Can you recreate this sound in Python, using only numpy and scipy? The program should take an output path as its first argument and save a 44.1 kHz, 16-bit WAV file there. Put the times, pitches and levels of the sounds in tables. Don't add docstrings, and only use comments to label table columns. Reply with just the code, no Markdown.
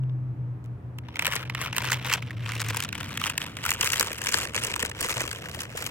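import sys
import numpy as np
from scipy.fft import rfft, irfft, next_fast_len
from scipy.io import wavfile
from scipy.ndimage import map_coordinates

SR = 44100
rng = np.random.default_rng(int(sys.argv[2]) if len(sys.argv) > 2 else 0)


def transcribe(signal):
    frames = np.atleast_2d(signal).T
    limited = np.clip(frames, -1, 1)
    pcm = np.round(limited * 32767).astype(np.int16)
    wavfile.write(sys.argv[1], SR, pcm)


N = 260250
SIZE = 1024

# time in seconds, ring level in dB, ring pitch in Hz, treble level in dB.
SNAPS = [(0.034, -49.5, 3000, -65), (0.0936, -51, 3580, -73), (0.6406, -56, 950, -56.5),
         (0.6483, -55.5, 2090, -59), (0.6584, -54.5, 930, -60), (0.9842, -35.5, 2630, -42.5),
         (1.0843, -37, 950, -53), (1.156, -28.5, 2210, -41), (1.1669, -32, 2190, -43),
         (1.192, -17.5, 2100, -26), (1.2212, -23.5, 2050, -31), (1.2537, -19.5, 2560, -25.5),
         (1.266, -19, 2604, -20), (1.2759, -23.5, 1840, -29.5), (1.3215, -23, 2070, -29.5),
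         (1.3326, -25.5, 2080, -34), (1.3537, -25, 930, -22.5), (1.3618, -24, 2010, -24.5),
         (1.4969, -24, 2070, -38), (1.5478, -22, 1830, -32), (1.6132, -25.5, 1120, -27),
         (1.6585, -26.5, 1370, -38), (1.727, -25.5, 2530, -33), (1.7637, -23, 1870, -23),
         (1.7807, -17, 2950, -21), (1.9027, -29.5, 1420, -28.5), (1.917, -20, 2060, -23),
         (1.9287, -21, 2820, -20.5), (1.9355, -34, 1490, -31.5), (2.0631, -39, 1830, -32.5),
         (2.0972, -31.5, 970, -30.5), (2.1157, -21, 1310, -29.5), (2.1262, -23, 1990, -21.5),
         (2.1362, -17, 2610, -17), (2.2228, -30, 2440, -40), (2.3056, -29.5, 1900, -43.5),
         (2.4588, -30, 2940, -47), (2.4903, -31, 1870, -33), (2.518, -28.5, 2080, -33),
         (2.5523, -35, 1930, -32), (2.6013, -27.5, 1900, -26), (2.6153, -25.5, 1230, -24.5),
         (2.686, -30, 2390, -26.5), (2.698, -29.5, 3460, -29), (2.7685, -25, 970, -20),
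         (2.802, -24, 2750, -25), (2.8237, -31, 2350, -27.5), (2.8359, -31, 3790, -26),
         (2.8467, -27.5, 1290, -29), (2.8882, -29.5, 1370, -35), (2.9261, -25, 2860, -31),
         (2.9508, -27.5, 1340, -33), (2.9777, -34, 2770, -37.5), (3.043, -35.5, 2230, -38),
         (3.173, -22.5, 2700, -25.5), (3.2137, -22.5, 1200, -33), (3.238, -20, 2930, -28.5),
         (3.2653, -24.5, 1290, -24.5), (3.2968, -22.5, 2630, -24), (3.377, -19.5, 2720, -21),
         (3.4153, -24.5, 2930, -32.5), (3.5672, -29, 1240, -34.5), (3.6504, -22.5, 1290, -27),
         (3.6607, -21.5, 1450, -23.5), (3.69, -19, 2370, -24), (3.7046, -28, 3400, -17),
         (3.7149, -20, 2610, -23), (3.7365, -39, 1720, -25), (3.8089, -19, 2960, -15.5),
         (3.8274, -22, 2840, -24), (3.8584, -24.5, 2370, -21.5), (3.8722, -22.5, 1410, -23.5),
         (3.9003, -35, 2860, -48), (3.92, -31, 1770, -19), (3.9306, -21.5, 2770, -20.5),
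         (3.9408, -31, 1880, -25), (3.957, -26, 3510, -30), (3.9956, -21.5, 890, -14.5),
         (4.008, -16, 1520, -15), (4.0265, -22, 1450, -20.5), (4.1152, -28.5, 1630, -34),
         (4.1288, -33, 2640, -28), (4.183, -33, 2790, -33), (4.2163, -34, 1750, -29.5),
         (4.2382, -36, 1250, -28), (4.2681, -20.5, 2200, -20), (4.2882, -25, 2430, -23),
         (4.323, -29, 1510, -23.5), (4.3412, -15.5, 1540, -15), (4.371, -25.5, 1470, -27),
         (4.3842, -25.5, 1430, -25), (4.452, -27.5, 1050, -31.5), (4.545, -24.5, 2450, -27.5),
         (4.5523, -23.5, 2360, -29), (4.5622, -24, 1300, -20), (4.5764, -21, 2170, -32),
         (4.6357, -25.5, 2730, -22), (4.6476, -31, 1820, -20), (4.668, -31, 3040, -25.5),
         (4.7385, -22.5, 2800, -31), (4.7602, -23.5, 920, -25.5), (4.7933, -25.5, 980, -27),
         (4.8008, -27.5, 2990, -24), (4.8263, -19, 1720, -21), (4.849, -24, 1670, -25.5),
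         (4.859, -33, 900, -27), (4.8957, -32.5, 920, -31.5), (4.913, -28.5, 1900, -37),
         (5.0077, -33.5, 2690, -21), (5.0271, -28.5, 1920, -26.5), (5.0437, -25, 930, -28),
         (5.062, -34, 2420, -32.5), (5.0938, -29, 1310, -31.5), (5.1673, -29.5, 1690, -34),
         (5.178, -31, 2680, -28.5), (5.2046, -22, 1720, -22.5), (5.216, -26.5, 1480, -25),
         (5.237, -32, 1320, -36.5), (5.276, -28, 2820, -30.5), (5.3119, -28, 1640, -27.5),
         (5.328, -30.5, 1520, -32), (5.456, -31.5, 1760, -44), (5.5454, -31.5, 1880, -33.5),
         (5.5893, -32, 1750, -39), (5.6051, -29, 2610, -26), (5.6168, -34, 1030, -32),
         (5.6318, -35.5, 1430, -34), (5.7728, -27, 1690, -26), (5.8224, -28, 1390, -29.5),
         (5.8632, -27.5, 2760, -25), (5.8717, -32, 1390, -31)]
# time in seconds, usual lag of the left port in seconds,
# top-octave lift in dB, then the usual crinkle treble and bag-air levels in dB at a firm grip.
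PLACE = [(1, .00012, 0.5, -52.5, -55.5), (2.2, .00003, 1, -50, -57), (3, -.00006, -3.5, -47.5, -57.5),
         (3.7, -.0001, -1, -46.5, -58), (4.2, -.00011, -3.5, -42, -53.5), (4.8, -.00013, -7, -45.5, -51),
         (5.9, -.00015, -1.5, -42, -53.5)]


def amp(db):
    return 10 ** (np.asarray(db) / 20)


def unit(x):
    return x / np.sqrt(np.mean(x ** 2) + 1e-20)


def along(points, hz):
    point_hz, value = np.transpose(points)
    return np.interp(np.log(hz + 1), np.log(point_hz + 1), value)


def curves(rows, times=None):
    row_times, *columns = np.transpose(rows)
    if times is None:
        times = np.arange(N) / SR
    return [np.interp(times, row_times, column) for column in columns]


def wobble(rate):
    knots = rng.standard_normal(int(N * rate / SR) + 4)
    return map_coordinates(knots, [np.arange(N) * rate / SR])


def filtered(x, response):
    m = next_fast_len(N + SR // 2)
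    hz = np.fft.rfftfreq(m, 1 / SR)
    return irfft(rfft(x, m) * response(hz), m)[..., :N]


def rush(spectrum):
    # frequency in Hz, left-right likeness (1 is the same, 0 is unrelated).
    alike = [(60, 1), (180, 1), (550, 0.43), (1650, 0.049), (4970, 0.27), (15000, -0.6)]

    def response(hz):
        turn = np.arccos(np.clip(along(alike, hz), -1, 1)) / 2
        return amp(along(spectrum, hz)) * [np.cos(turn), np.sin(turn)]

    mid, side = filtered(rng.standard_normal((2, N)), response)
    return unit(np.array([mid + side, mid - side]))


def road():
    # time in seconds, usual rumble level in dB, usual hum level in dB.
    traffic = [(0, -46.5, -47.5), (1, -45, -50.5), (2, -47, -48.5), (3.3, -43.5, -45.5), (4.5, -42.5, -49),
               (5.9, -44.5, -50)]
    # frequency in Hz, relative level in dB per Hz.
    rumble_colour = [(20, -41), (40, -13), (60, 7), (85, 12.5), (120, 12.5), (160, 2.5), (250, -43.5)]
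    hum_colour = [(90, -11), (150, 10.5), (200, 4), (320, 2.5), (450, -51)]
    wood_colour = [(210, -24.5), (350, 0.5), (650, -5), (1250, -10.5), (2500, -22.5), (3500, -32.5),
                   (5000, -42), (9000, -52.5), (16000, -49)]
    rumble_db, hum_db = curves(traffic)
    rumble = amp(rumble_db + 0.83 * wobble(3.4)) * rush(rumble_colour)
    hum = amp(hum_db + 1.5 * wobble(3.11)) * rush(hum_colour)
    return rumble + hum + amp(-54.0) * rush(wood_colour)


def engine():
    # time in seconds, firing rate in Hz.
    speed = [(0, 128.3), (.7, 120.5), (1.1, 123.9), (2.05, 123.5), (2.3, 116.9), (2.75, 110.6), (3, 100),
             (3.4, 104.2)]
    # time in seconds, usual level in dB.
    loudness = [(0, -27.5), (.3, -28.5), (.7, -34.5), (1, -38), (1.2, -44.5), (1.55, -37), (2, -36.5),
                (2.3, -33.5), (2.75, -34), (2.95, -45), (3.15, -39.5), (3.4, -62)]
    # time in seconds, depth in dB, width in seconds.
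    dips = [(.355, 17, 0.023), (.61, 7, 0.05), (0.811, 32, .03), (1.15, 13, 0.075), (1.65, 8, .03),
            (1.78, 7, 0.034), (2.14, 12, .05), (2.29, 9, .02), (2.83, 18, 0.018)]
    # multiple of the firing rate, usual level in dB.
    orders = [(1.5, -57), (2, -60), (2.5, -59)]
    t = np.arange(N) / SR
    firing_hz, = curves(speed)
    level_db, = curves(loudness)
    for dip_time, depth_db, width in dips:
        level_db = level_db - depth_db * np.exp(-((t - dip_time) / width) ** 2)
    phase = 2 * np.pi * np.cumsum(firing_hz) / SR
    tone = amp(level_db + 1.5 * wobble(24.89)) * np.sin(phase + 0.35 * wobble(30))
    for multiple, order_db in orders:
        tone += amp(order_db + 2.8 * wobble(8)) * np.sin(multiple * phase + 1.35 * wobble(14))
    fade_out = np.clip((loudness[-1][0] + 0.23 - t) / 0.25, 0, 1)
    left_right = amp([[.45], [-.45]])
    return np.sqrt(2) * fade_out * tone * left_right


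def bursts(times, db, pan_db, colour_db, t60, unlike, travel=0.0537):
    t, hz = np.arange(SIZE // 2) / SR, np.fft.rfftfreq(SIZE, 1 / SR)
    noise = rng.standard_normal((len(times), 3, len(t)))
    pair = np.sqrt(1 - unlike) * noise[:, :1] + np.sqrt(unlike) * noise[:, 1:]
    rise = (1 - np.exp(-t / (0.11 * t60))) ** 2
    shape = amp(-60 * t / t60) * rise
    bend = 4 * np.pi * travel * np.sqrt(hz)
    left_lag = curves(PLACE, times)[0] + .000025 * rng.standard_normal(len(times))
    delay = np.multiply.outer(left_lag, [.5, -.5])[..., None] + 64 / SR
    turn = np.exp(-1j * (bend + 2 * np.pi * hz * delay))
    sound = irfft(rfft(pair * shape, SIZE) * amp(colour_db)[..., None, :] * turn, SIZE)
    energy = np.sum(sound ** 2, axis=(1, 2))
    sound /= np.sqrt(energy / (t60 * SR / 2))[:, None, None]
    sound *= amp(db[:, None] + np.multiply.outer(pan_db, [.5, -.5]))[..., None]
    start = np.round(times * SR).astype(int)[:, None] - 64
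    place = (start + np.arange(SIZE)).clip(0).ravel()
    return np.array([np.bincount(place, sound[:, ear].ravel(), N + SIZE)[:N] for ear in range(2)])


def puffs(times, db):
    # frequency in Hz, relative level in dB per Hz.
    air_colour = [(150, -3), (300, -3.5), (480, 6), (750, -4.5), (1200, -61)]
    colour_db = along(air_colour, np.fft.rfftfreq(SIZE, 1 / SR))
    return bursts(times, db, 2 + 0 * times, colour_db, t60=0.049, unlike=0.053)


def creases(times, ring_db, ring_hz, treble_db):
    # frequency in Hz, relative level in dB per Hz.
    foil_colour = [(410, -22), (700, -13), (963, -2.5), (1260, -3.5), (2910, -1), (3970, -9.5), (4500, -15),
                   (5850, -14), (9900, -120)]
    shine_colour = [(2350, -42), (4000, -3), (4700, 0.5), (7790, 3.5), (10800, -4), (13300, -0.5),
                    (15400, -10.5), (16000, 4.5), (16800, -34)]
    hz = np.fft.rfftfreq(SIZE, 1 / SR)
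    pan_db = 0.5 + 3.5 * rng.standard_normal(len(times))
    panel_db = 8 * np.exp(-(np.log((hz + 1) / ring_hz[:, None]) / 0.15) ** 2)
    lift_db = np.multiply.outer(curves(PLACE, times)[1], np.clip(hz / 4000 - 2.2, 0, 1))
    tilt_db = 4.4 * rng.standard_normal(len(times))
    lift_db += np.multiply.outer(tilt_db, np.log2(np.clip(hz, 4000, None) / 8000))
    ring_colour_db = along(foil_colour, hz) + panel_db
    tick_colour_db = along(shine_colour, hz) + lift_db
    ring = bursts(times, ring_db, pan_db, ring_colour_db, t60=0.0094, unlike=0.076)
    tick = bursts(times, treble_db, pan_db, tick_colour_db, t60=0.0058, unlike=.15)
    return ring + tick


def crinkle(count, over_db, spread_db):
    # time in seconds, effort as crinkle level in dB.
    hand = [(1.03, -64.5), (1.14, -55), (1.2, -39.5), (1.27, -36), (1.37, -36.5), (1.5, -54), (1.64, -35),
            (1.7, -47), (1.77, -39), (1.93, -35), (2.0, -45), (2.14, -31), (2.2, -50.5), (2.36, -51.5),
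            (2.5, -42), (2.62, -38.5), (2.82, -38), (2.9, -55), (3.0, -42), (3.18, -45), (3.26, -34),
            (3.34, -49), (3.42, -40), (3.52, -49), (3.69, -37), (3.77, -43.5), (3.84, -32), (4.04, -38),
            (4.15, -45), (4.35, -36), (4.45, -38), (4.51, -49), (4.6, -36), (4.83, -41.5), (4.93, -54),
            (5.02, -32.5), (5.22, -39), (5.4, -45.5), (5.6, -44), (5.69, -52), (5.8, -39), (5.9, -48.5)]
    # time in seconds, pitch in Hz.
    panel = [(1, 1700), (3, 1890), (4, 2160), (5.9, 2100)]
    firm_db = -40.5
    treble_grows, air_grows = 1.54, 0.58
    times = np.sort(rng.uniform(hand[0][0], N / SR, count))
    chance = rng.standard_normal((count, 4))
    size_db = over_db + spread_db * chance[:, 1]
    effort_db, = curves(hand, times)
    grip_db = effort_db - firm_db
    shine_db, air_db = curves(PLACE, times)[2:]
    ring_hz = curves(panel, times)[0] * np.exp(0.44 * chance[:, 0])
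    treble_db = shine_db + treble_grows * grip_db + size_db + 3.06 * chance[:, 2]
    puff_db = air_db + 0.96 * over_db + air_grows * grip_db + 3 * chance[:, 3]
    small = creases(times, effort_db + size_db, ring_hz, treble_db)
    return small + puffs(times[::2], puff_db[::2])


def neighbours(count=2):
    snap_time, ring_db, ring_hz, treble_db = np.repeat(SNAPS, count, axis=0).T
    chance = rng.standard_normal((len(snap_time), 4))
    wait = .002 + .003 * chance[:, 0]
    fade_db = -11 - 900 * abs(wait)
    near_ring_db = ring_db + fade_db + 3.94 * chance[:, 1]
    near_hz = ring_hz * np.exp(0.4 * chance[:, 2])
    near_treble_db = treble_db + fade_db + 4.0 + 2.7 * chance[:, 3]
    return creases(snap_time + wait, near_ring_db, near_hz, near_treble_db)


def snaps():
    # time in seconds, level in dB.
    squeezes = [(1.275, -35), (1.354, -39), (2.553, -45.5), (3.794, -38.5), (3.83, -40), (3.997, -32.5),
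                (4.031, -40.5), (4.1, -38), (4.342, -37.5), (4.454, -42), (4.552, -35.5), (4.672, -37.5),
                (4.827, -30.5), (5.043, -34.5), (5.205, -34), (5.568, -39.5), (5.746, -36)]
    return creases(*np.transpose(SNAPS)) + puffs(*np.transpose(squeezes))


def scene():
    far = road() + engine()
    fine = crinkle(count=2600, over_db=-3.0, spread_db=3)
    coarse = crinkle(count=380, over_db=7, spread_db=2.5)
    return far + fine + coarse + neighbours() + snaps()


def record(dry):
    # frequency in Hz, lead of the left port in radians.
    port_lead = [(40, -0.15), (200, -0.3), (600, 0.51), (1300, 0.18), (2500, -0.057), (5000, -0.0034)]
    top_hz = 16700

    def response(hz):
        ports = np.exp(1j * np.multiply.outer([.5, -.5], along(port_lead, hz)))
        fade_db = np.interp(hz, [15000, 15800, 16100], [0, -3, -16])
        return ports * amp(fade_db) * (hz < top_hz)

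    return filtered(dry, response)


dry = scene()
out = record(dry)
transcribe(out)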